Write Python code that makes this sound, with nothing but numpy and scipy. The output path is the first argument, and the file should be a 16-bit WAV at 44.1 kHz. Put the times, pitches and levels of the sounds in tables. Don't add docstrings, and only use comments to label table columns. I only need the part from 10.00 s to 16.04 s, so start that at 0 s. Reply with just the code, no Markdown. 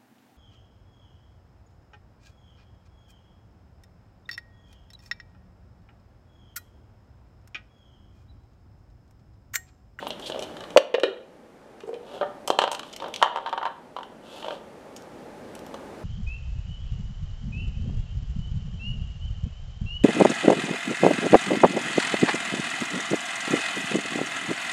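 import sys
import numpy as np
from scipy import signal
from scipy.fft import rfft, irfft
from scipy.io import wavfile
from scipy.ndimage import uniform_filter1d

SR = 44100
rng = np.random.default_rng(int(sys.argv[2]) if len(sys.argv) > 2 else 0)


def inscribe(sig):
    pcm = np.round(np.clip(np.atleast_2d(sig).T, -1, 1) * 32767)
    wavfile.write(sys.argv[1], SR, pcm.astype(np.int16))


N = 266231
TIME_S = np.arange(N) / SR
AGE_S = np.arange(int(.12 * SR)) / SR
FALLS_S, FLIPPED_S = .75, 2.15
MODE_SPREAD_DB = 2.5

# frequency in Hz, level mouth open in dB, level rim down in dB, t60 in s.
FLEX_MODES = [(1153, 12.5, 2, 0.023), (1282, 10, 3, 0.018), (1400, 4.5, -8.5, 0.022),
              (1620, -27, -15, 0.079), (1770, -34, 2, 0.055), (1847, -5.5, 1, 0.032),
              (2020, -15, -5, 0.047)]
RING_MODES = [(2470, -24, 3.5, 0.035), (2414, -1.5, -4.5, 0.015), (2748, -5, 4.5, 0.031),
              (2948, 1, 6.5, 0.024), (3108, 0.5, -7, 0.033), (3294, -1.5, -9, 0.019),
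              (3490, -2, -10, 0.013), (3690, -20, -22.5, 0.055), (4180, -10, -10, 0.034),
              (4350, -30, -29, 0.02)]
# frequency in Hz, relative density in dB.
CLICK_SPECTRUM = [(300, -17), (1500, -9), (2500, -4.5), (4500, -5.5), (5800, 0.5), (7000, -3), (8400, -3.5),
                  (9700, -9), (12000, -9), (15500, -14)]


def from_db(db):
    return 10 ** (np.asarray(db) / 20)


def rms_one(x):
    return x / np.sqrt(np.mean(x ** 2) + 1e-20)


def attack_one(x):
    return x / np.sqrt(np.mean(x[:int(.005 * SR)] ** 2) + 1e-20)


def gain_curve(points):
    return from_db(np.interp(TIME_S, *np.transpose(points)))


def at_hz(points, hz):
    point_hz, value = np.transpose(points)
    return np.interp(np.log(np.maximum(hz, 1)), np.log(point_hz), value)


def band(x, low_hz, high_hz):
    return signal.sosfilt(signal.butter(2, [low_hz, high_hz], "band", fs=SR, output="sos"), x)


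def low_cut(x, hz, order=2):
    return signal.sosfilt(signal.butter(order, hz, "high", fs=SR, output="sos"), x)


def high_cut(x, hz, order=6):
    return signal.sosfilt(signal.butter(order, hz, fs=SR, output="sos"), x)


def coloured_noise(spectrum):
    hz = np.arange(N // 2 + 1) * SR / N
    return rms_one(irfft(rfft(rng.standard_normal(N)) * from_db(at_hz(spectrum, hz)), N))


def add(out, start_s, sound):
    at = int(start_s * SR)
    out[at:at + len(sound)] += sound[:N - at]


def hush():
    # frequency in Hz, relative density in dB.
    spectrum = [(15, -55), (25, -9.5), (81, -9), (109, -9), (231, 1), (344, -1), (415, -1.5), (604, 0),
                (691, -7.5), (856, -3.5), (927, -10.5), (1580, -15), (3350, -25.5), (9520, -34.5),
                (15000, -45)]
    # time in seconds, level in dB.
    levels = [(0, -43), (.75, -41.5), (.79, -58), (1.35, -51.5), (2.48, -46), (2.52, -49.5), (3.2, -47),
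              (3.25, -53), (3.9, -49.5), (4.8, -45.5), (5.5, -42.5), (6.04, -41)]
    return gain_curve(levels) * coloured_noise(spectrum)


def room_echo(x, first_echo_s=.0028, build_s=.0025, early_db=3, early_s=.0057):
    # frequency in Hz, t60 in seconds.
    decay = [(200, 0.53), (600, 0.51), (1000, 0.48), (3000, 0.43), (6000, 0.24), (14000, 0.27)]
    # frequency in Hz, gain in dB.
    colour = [(150, -3), (500, 0), (850, 0.5), (1300, -2.5), (3000, 1), (6000, -5), (9000, -5), (15000, -9)]
    # time in seconds, send in dB.
    send = [(0, -9.5), (.7, -5), (.76, -15), (1.1, -5), (2.2, -5.5), (2.5, -8.5), (2.65, -8.5), (3.25, -9),
            (3.7, -7.5), (6, -7)]
    t = np.arange(int(.6 * SR)) / SR
    edges_hz = np.geomspace(100, 16000, 12)
    onset = 1 - np.exp(-np.maximum(t - first_echo_s, 0) / build_s)
    response = np.zeros(len(t))
    for low, high in zip(edges_hz, edges_hz[1:]):
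        hz = np.sqrt(low * high)
        tail = band(rng.standard_normal(len(t)), low, high) * onset * from_db(-60 * t / at_hz(decay, hz))
        unity_rms = np.sqrt(2 * (high - low) / SR / len(t))
        response += rms_one(tail) * unity_rms * from_db(at_hz(colour, hz))
    response *= 1 + from_db(early_db) * np.exp(-t / early_s)
    return signal.fftconvolve(x * gain_curve(send), response)[:N]


def wall_modes(modes, rim_down, detune=.013):
    hz, open_db, down_db, t60_s = np.transpose(modes)[:, :, None]
    strength, shift, side = rng.standard_normal((3, len(modes), 1))
    level_db = (down_db if rim_down else open_db) + MODE_SPREAD_DB * strength
    envelope = np.sign(side) * from_db(level_db - 60 * AGE_S / t60_s)
    return attack_one(np.sum(envelope * np.sin(2 * np.pi * hz * (1 + detune * shift) * AGE_S), axis=0))


def crack(low_hz, high_hz, t60_s):
    burst = rng.standard_normal(len(AGE_S)) * from_db(-60 * AGE_S / t60_s)
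    return attack_one(band(burst, low_hz, high_hz))


def shell(rim_down, flex_db, ring_db):
    low_hz, high_hz = (650, 2480) if rim_down else (700, 1780)
    flex = wall_modes(FLEX_MODES, rim_down) + 1.18 * crack(735, 2000, t60_s=.022)
    flex = high_cut(low_cut(flex, low_hz), high_hz)
    ring = wall_modes(RING_MODES, rim_down) + .65 * crack(2680, 4060, t60_s=.028)
    return from_db(flex_db) * attack_one(flex) + from_db(ring_db) * attack_one(band(ring, 1670, 12000))


def open_hollow(hz, t60_s, reach_octaves=.46, detune=.027):
    # frequency in Hz, level in dB, ring time as a multiple of t60_s.
    modes = [(334, -12.5, 0.45), (430, -11, 0.2), (516.95, 1, 0.93), (598.4, 6, 1.56), (684, 0, 1),
             (812, 5.5, 0.67), (927, 4.5, 1.4), (982, -2.5, 1.24), (1145, -1.5, 2.1)]
    mode_hz, level_db, t60_ratio = np.transpose(modes)[:, :, None]
    strength, shift = rng.standard_normal((2, len(modes), 1))
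    distance = np.log2(mode_hz / hz) / reach_octaves
    weight = from_db(level_db + MODE_SPREAD_DB * strength) / (1 + distance ** 2) ** 2
    envelope = weight * from_db(-60 * AGE_S / (t60_s * t60_ratio))
    rings = envelope * np.sin(2 * np.pi * mode_hz * (1 + detune * shift) * AGE_S)
    return attack_one(band(rings.sum(axis=0), .53 * hz, 1800))


def trapped_air(hz, t60_s, rise_s=.0009, glide=.026, glide_s=.0051):
    pitch_hz = hz * (1 + glide * (2 * np.exp(-AGE_S / glide_s) - 1))
    envelope = from_db(-60 * AGE_S / t60_s) * (1 - np.exp(-AGE_S / rise_s))
    ring = attack_one(envelope * np.sin(2 * np.pi * np.cumsum(pitch_hz) / SR))
    thud = .22 * crack(.95 * hz, 1.7 * hz, t60_s=.014)
    return attack_one(low_cut(ring + thud, hz=290))


def tile_click(grain, start_s, click_db, wall_db, edge_hz=11000, db_per_octave=22):
    cut_hz = np.clip(edge_hz * 2 ** ((click_db - wall_db) / db_per_octave), 3500, 16000)
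    envelope = from_db(-60 * AGE_S / .006) + .27 * from_db(-60 * AGE_S / .044)
    burst = grain[int(start_s * SR):][:len(AGE_S)] * envelope
    return from_db(click_db) * attack_one(high_cut(burst, cut_hz, order=2))


def scuffs():
    # start in seconds, length in seconds, level in dB, centre in Hz, width in octaves.
    swells = [(0.076, 0.027, -48.5, 10900, 0.82), (0.109, 0.046, -47, 3260, 0.32),
              (0.219, 0.08, -42.5, 3280, 0.31), (0.259, 0.044, -36, 3630, 0.7), (.262, 0.061, -49, 6900, 1),
              (0.4, .02, -55, 8000, 0.98), (1.865, 0.044, -65, 7350, 0.56),
              (2.475, 0.0086, -39, 8000, 0.83), (2.715, .02, -38.5, 7514, 0.73),
              (2.927, 0.022, -43.5, 4000, 1.43), (4.962, 0.024, -46.5, 5936, 0.73)]
    out = np.zeros(N)
    for start_s, length_s, level_db, hz, octaves in swells:
        size, edge_ratio = int(length_s * SR), 2 ** (octaves / 2)
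        hiss = rms_one(band(rng.standard_normal(size), hz / edge_ratio, hz * edge_ratio))
        envelope = np.sin(np.pi * np.linspace(0, 1, size) ** .35)
        add(out, start_s, from_db(level_db) * hiss * envelope)
    return out


def slides(catches_per_s=3500, spread_db=3.5, flex_db=-2, speed_power=1.27):
    # start, fastest moment and stop in seconds, then base, wall and grit at top speed in dB.
    shoves = [(-.1, .01, 0.26, -57, -48.5, -63), (.17, 0.268, 0.31, -60, -60, -51.5),
              (.27, 0.372, .66, -44.5, -53, -61), (.42, .68, 0.86, -50, -65, -70),
              (2, 2.157, 2.264, -40, -51, -61), (2.8, 2.871, 3, -65, -55, -60),
              (2.97, 3.036, 3.19, -37.5, -49.5, -70), (3.138, 3.21, 3.24, -51, -47.5, -61),
              (3.179, 3.37, 3.8, -44, -58.5, -80), (4.19, 4.386, 4.5, -48.5, -47, -55),
              (4.42, 4.529, 4.6, -40, -50, -59.5)]
    # frequency in Hz, relative density in dB.
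    grit_spectrum = [(2350, -30.5), (4000, -1.5), (6060, -6.5), (7190, -6.5), (9800, -12.5), (11300, -13),
                     (15000, -25)]
    catches = rng.random(N) < catches_per_s / SR
    slips = catches * rng.standard_normal(N) * from_db(spread_db * rng.standard_normal(N))
    responses = [wall_modes(modes, rim_down=False) for modes in (RING_MODES, FLEX_MODES)]
    responses.append(open_hollow(hz=630, t60_s=.017))
    ring, flex, base = (rms_one(signal.fftconvolve(slips, response)[:N]) for response in responses)
    ring = rms_one(.65 * ring + rms_one(band(slips, 2550, 3700)))
    flex = rms_one(flex + rms_one(band(slips, 840, 1220)))
    wall = low_cut(ring + from_db(flex_db) * flex, hz=714)
    roughness = np.sqrt(np.abs(uniform_filter1d(np.abs(slips), size=90)))
    grit = rms_one(coloured_noise(grit_spectrum) * roughness)
    out = np.zeros(N)
    for start_s, fastest_s, stop_s, base_db, wall_db, grit_db in shoves:
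        speed = np.interp(TIME_S, [start_s, fastest_s, stop_s], [0, 1, 0])
        scrape = from_db(base_db) * base + from_db(wall_db) * wall + from_db(grit_db) * grit
        out += speed ** speed_power * scrape
    return out


def ticks():
    # start in seconds, then wall bending, wall ringing and click in dB.
    touches = [(0.197, -46, -45.5, -47), (0.568, -43, -43, -52), (0.606, -41.5, -41, -51),
               (0.638, -41, -42, -55), (0.705, -57, -43.5, -52), (0.999, -43, -36, -47),
               (1.805, -49.5, -48.5, -56.5), (1.9417, -55, -45.5, -59), (2.7483, -37, -32.5, -37.5),
               (2.794, -35.5, -35.5, -40.5), (2.8313, -40, -42, -51), (2.935, -52, -39.5, -54),
               (2.9631, -57, -40.5, -38), (3.083, -46, -65, -52), (3.1397, -52, -30.5, -37),
               (3.1612, -53, -33, -36), (3.494, -53, -41, -53), (4.031, -40.5, -41, -55),
               (4.9643, -66, -53.5, -45.5), (5.022, -70, -66, -55), (5.552, -63, -50, -45),
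               (5.592, -68, -69, -49.5), (5.665, -57, -60, -50)]
    out, grain = np.zeros(N), coloured_noise(CLICK_SPECTRUM)
    for start_s, flex_db, ring_db, click_db in touches:
        rim_down = FALLS_S < start_s < FLIPPED_S
        add(out, start_s, shell(rim_down, flex_db, ring_db))
        add(out, start_s, tile_click(grain, start_s, click_db, ring_db))
    return out


def landing(start_s=2.503, level_db=-15):
    thud = attack_one(band(signal.unit_impulse(len(AGE_S)), 340, 950))
    out = np.zeros(N)
    add(out, start_s, from_db(level_db) * thud)
    return out


def blow(start_s, hollow_db, hz, wall_db, usual_db=-24, t60_halving_db=36):
    force_db = hollow_db - usual_db
    t60_scale = 2 ** (-force_db / t60_halving_db)
    rim_down = FALLS_S <= start_s < FLIPPED_S
    if start_s < FALLS_S:
        hollow = open_hollow(hz, t60_s=.025 * t60_scale)
        flex_db = hollow_db - 20
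    elif rim_down:
        hollow = trapped_air(hz, t60_s=.04 * t60_scale)
        flex_db = wall_db - 1
    else:
        hollow = open_hollow(hz, t60_s=.042 * t60_scale)
        flex_db = hollow_db - 7.5 + .12 * force_db + 6 * np.log2(hz / 800)
    return from_db(hollow_db) * hollow + shell(rim_down, flex_db, wall_db)


def knocks(bounce_blows=3, hollow_loss_db=3.5, edge_loss_db=7):
    # start in seconds, hollow in dB, hollow pitch in Hz, wall in dB, click in dB,
    # rebound gap in seconds (0 for a single blow).
    strikes = [(0.027, -27.5, 770, -48, -68, 0.00041), (0.0688, -27.5, 750, -34.5, -47, 0),
               (0.105, -32.5, 615, -30.5, -42, 0), (0.299, -26.5, 640, -38, -48, 0.00056),
               (0.32, -32, 600, -33.5, -64, 0.00073), (0.346, -29.5, 600, -43, -67, 0),
               (0.36, -29, 554, -43, -67, 0.015), (0.393, -34, 600, -40.5, -43, 0.00035),
               (0.424, -30, 515, -35.5, -40, 0.008), (0.7628, -4.2, 562.5, -42, -52, 0),
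               (0.7727, -7.5, 545, -15, -23, 0), (0.776, -7.5, 565, -32, -57, 0.00048),
               (0.9414, -16, 487, -32, -46, 0), (0.9459, -22, 513, -28, -60, .0032),
               (0.9815, -20, 537, -55, -68, 0), (1.034, -12.5, 499, -24, -40.5, 0),
               (1.0367, -19.5, 450, -27.5, -53, 0.00042), (1.068, -32, 405, -48, -70, .013),
               (1.835, -36, 429.7, -60, -77, 0.00047), (1.875, -35.5, 415, -64, -66, 0.0091),
               (1.891, -28, 460, -67, -63, 0), (1.931, -29, 488, -66, -75, 0),
               (1.954, -38, 480, -66, -74, .008), (2.212, -21.5, 600, -39.5, -73, 0.0051),
               (2.229, -23.5, 724, -50, -72.5, 0.00032), (2.476, -35, 800, -30.5, -30, 0),
               (2.481, -28, 695, -42, -39, 0), (2.503, -25, 799.5, -25.5, -35, 0),
               (2.5886, -13.5, 770, -18, -30, 0), (2.6172, -19, 751, -25, -41.5, 0.0049),
               (2.639, -20.5, 790, -29, -44, 0.00017), (2.6772, -24, 810, -34, -49, 0),
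               (2.7159, -27.5, 760, -33.5, -34.5, 0.014), (3.001, -37, 724, -39, -61, 0),
               (3.022, -32, 910, -45, -54, 0), (3.042, -30, 890, -44, -70, .018),
               (3.216, -25.5, 890, -46, -61, 0.0036), (3.2261, -13.5, 990, -19.5, -34, 0.00022),
               (3.2425, -22, 899.6, -46, -53, 0.018), (3.3595, -24, 980, -36, -50, 0.013),
               (3.4616, -25.5, 930.6, -36, -58, 0.012), (3.5277, -24, 960, -37.5, -56, 0.0053),
               (3.577, -26.5, 940.7, -36, -72, 0.0025), (3.614, -29, 900.6, -55, -78, 0),
               (3.629, -26, 964.8, -42, -68, 0.00064), (3.654, -22.5, 959, -34.5, -55, 0.0096),
               (3.965, -30, 875, -41, -57, 0.022), (4.426, -35, 900, -41, -60, 0.00048),
               (4.445, -33, 720, -40, -64, .018), (4.483, -27, 690, -37.5, -58, 0),
               (4.507, -29, 630, -37.5, -72, 0.00067), (5.742, -32.5, 550, -46.5, -50.5, 0.00096)]
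    out, grain = np.zeros(N), coloured_noise(CLICK_SPECTRUM)
    for start_s, hollow_db, hz, wall_db, click_db, gap_s in strikes:
        for k in range(bounce_blows if gap_s > 0 else 1):
            at_s, softer_db = start_s + k * gap_s, k * edge_loss_db
            add(out, at_s, blow(at_s, hollow_db - k * hollow_loss_db, hz, wall_db - softer_db))
            add(out, at_s, tile_click(grain, at_s, click_db - softer_db, wall_db - softer_db))
    return out


def scene():
    bowl = knocks() + landing() + ticks() + slides() + scuffs()
    return (bowl + room_echo(bowl) + hush())[None]


def record(dry, cutoff_hz=15500):
    clipped = np.clip(low_cut(dry, hz=25, order=1), -1, 1)
    return signal.sosfilt(signal.ellip(10, .1, 80, cutoff_hz, fs=SR, output="sos"), clipped)


dry = scene()
out = record(dry)
inscribe(out)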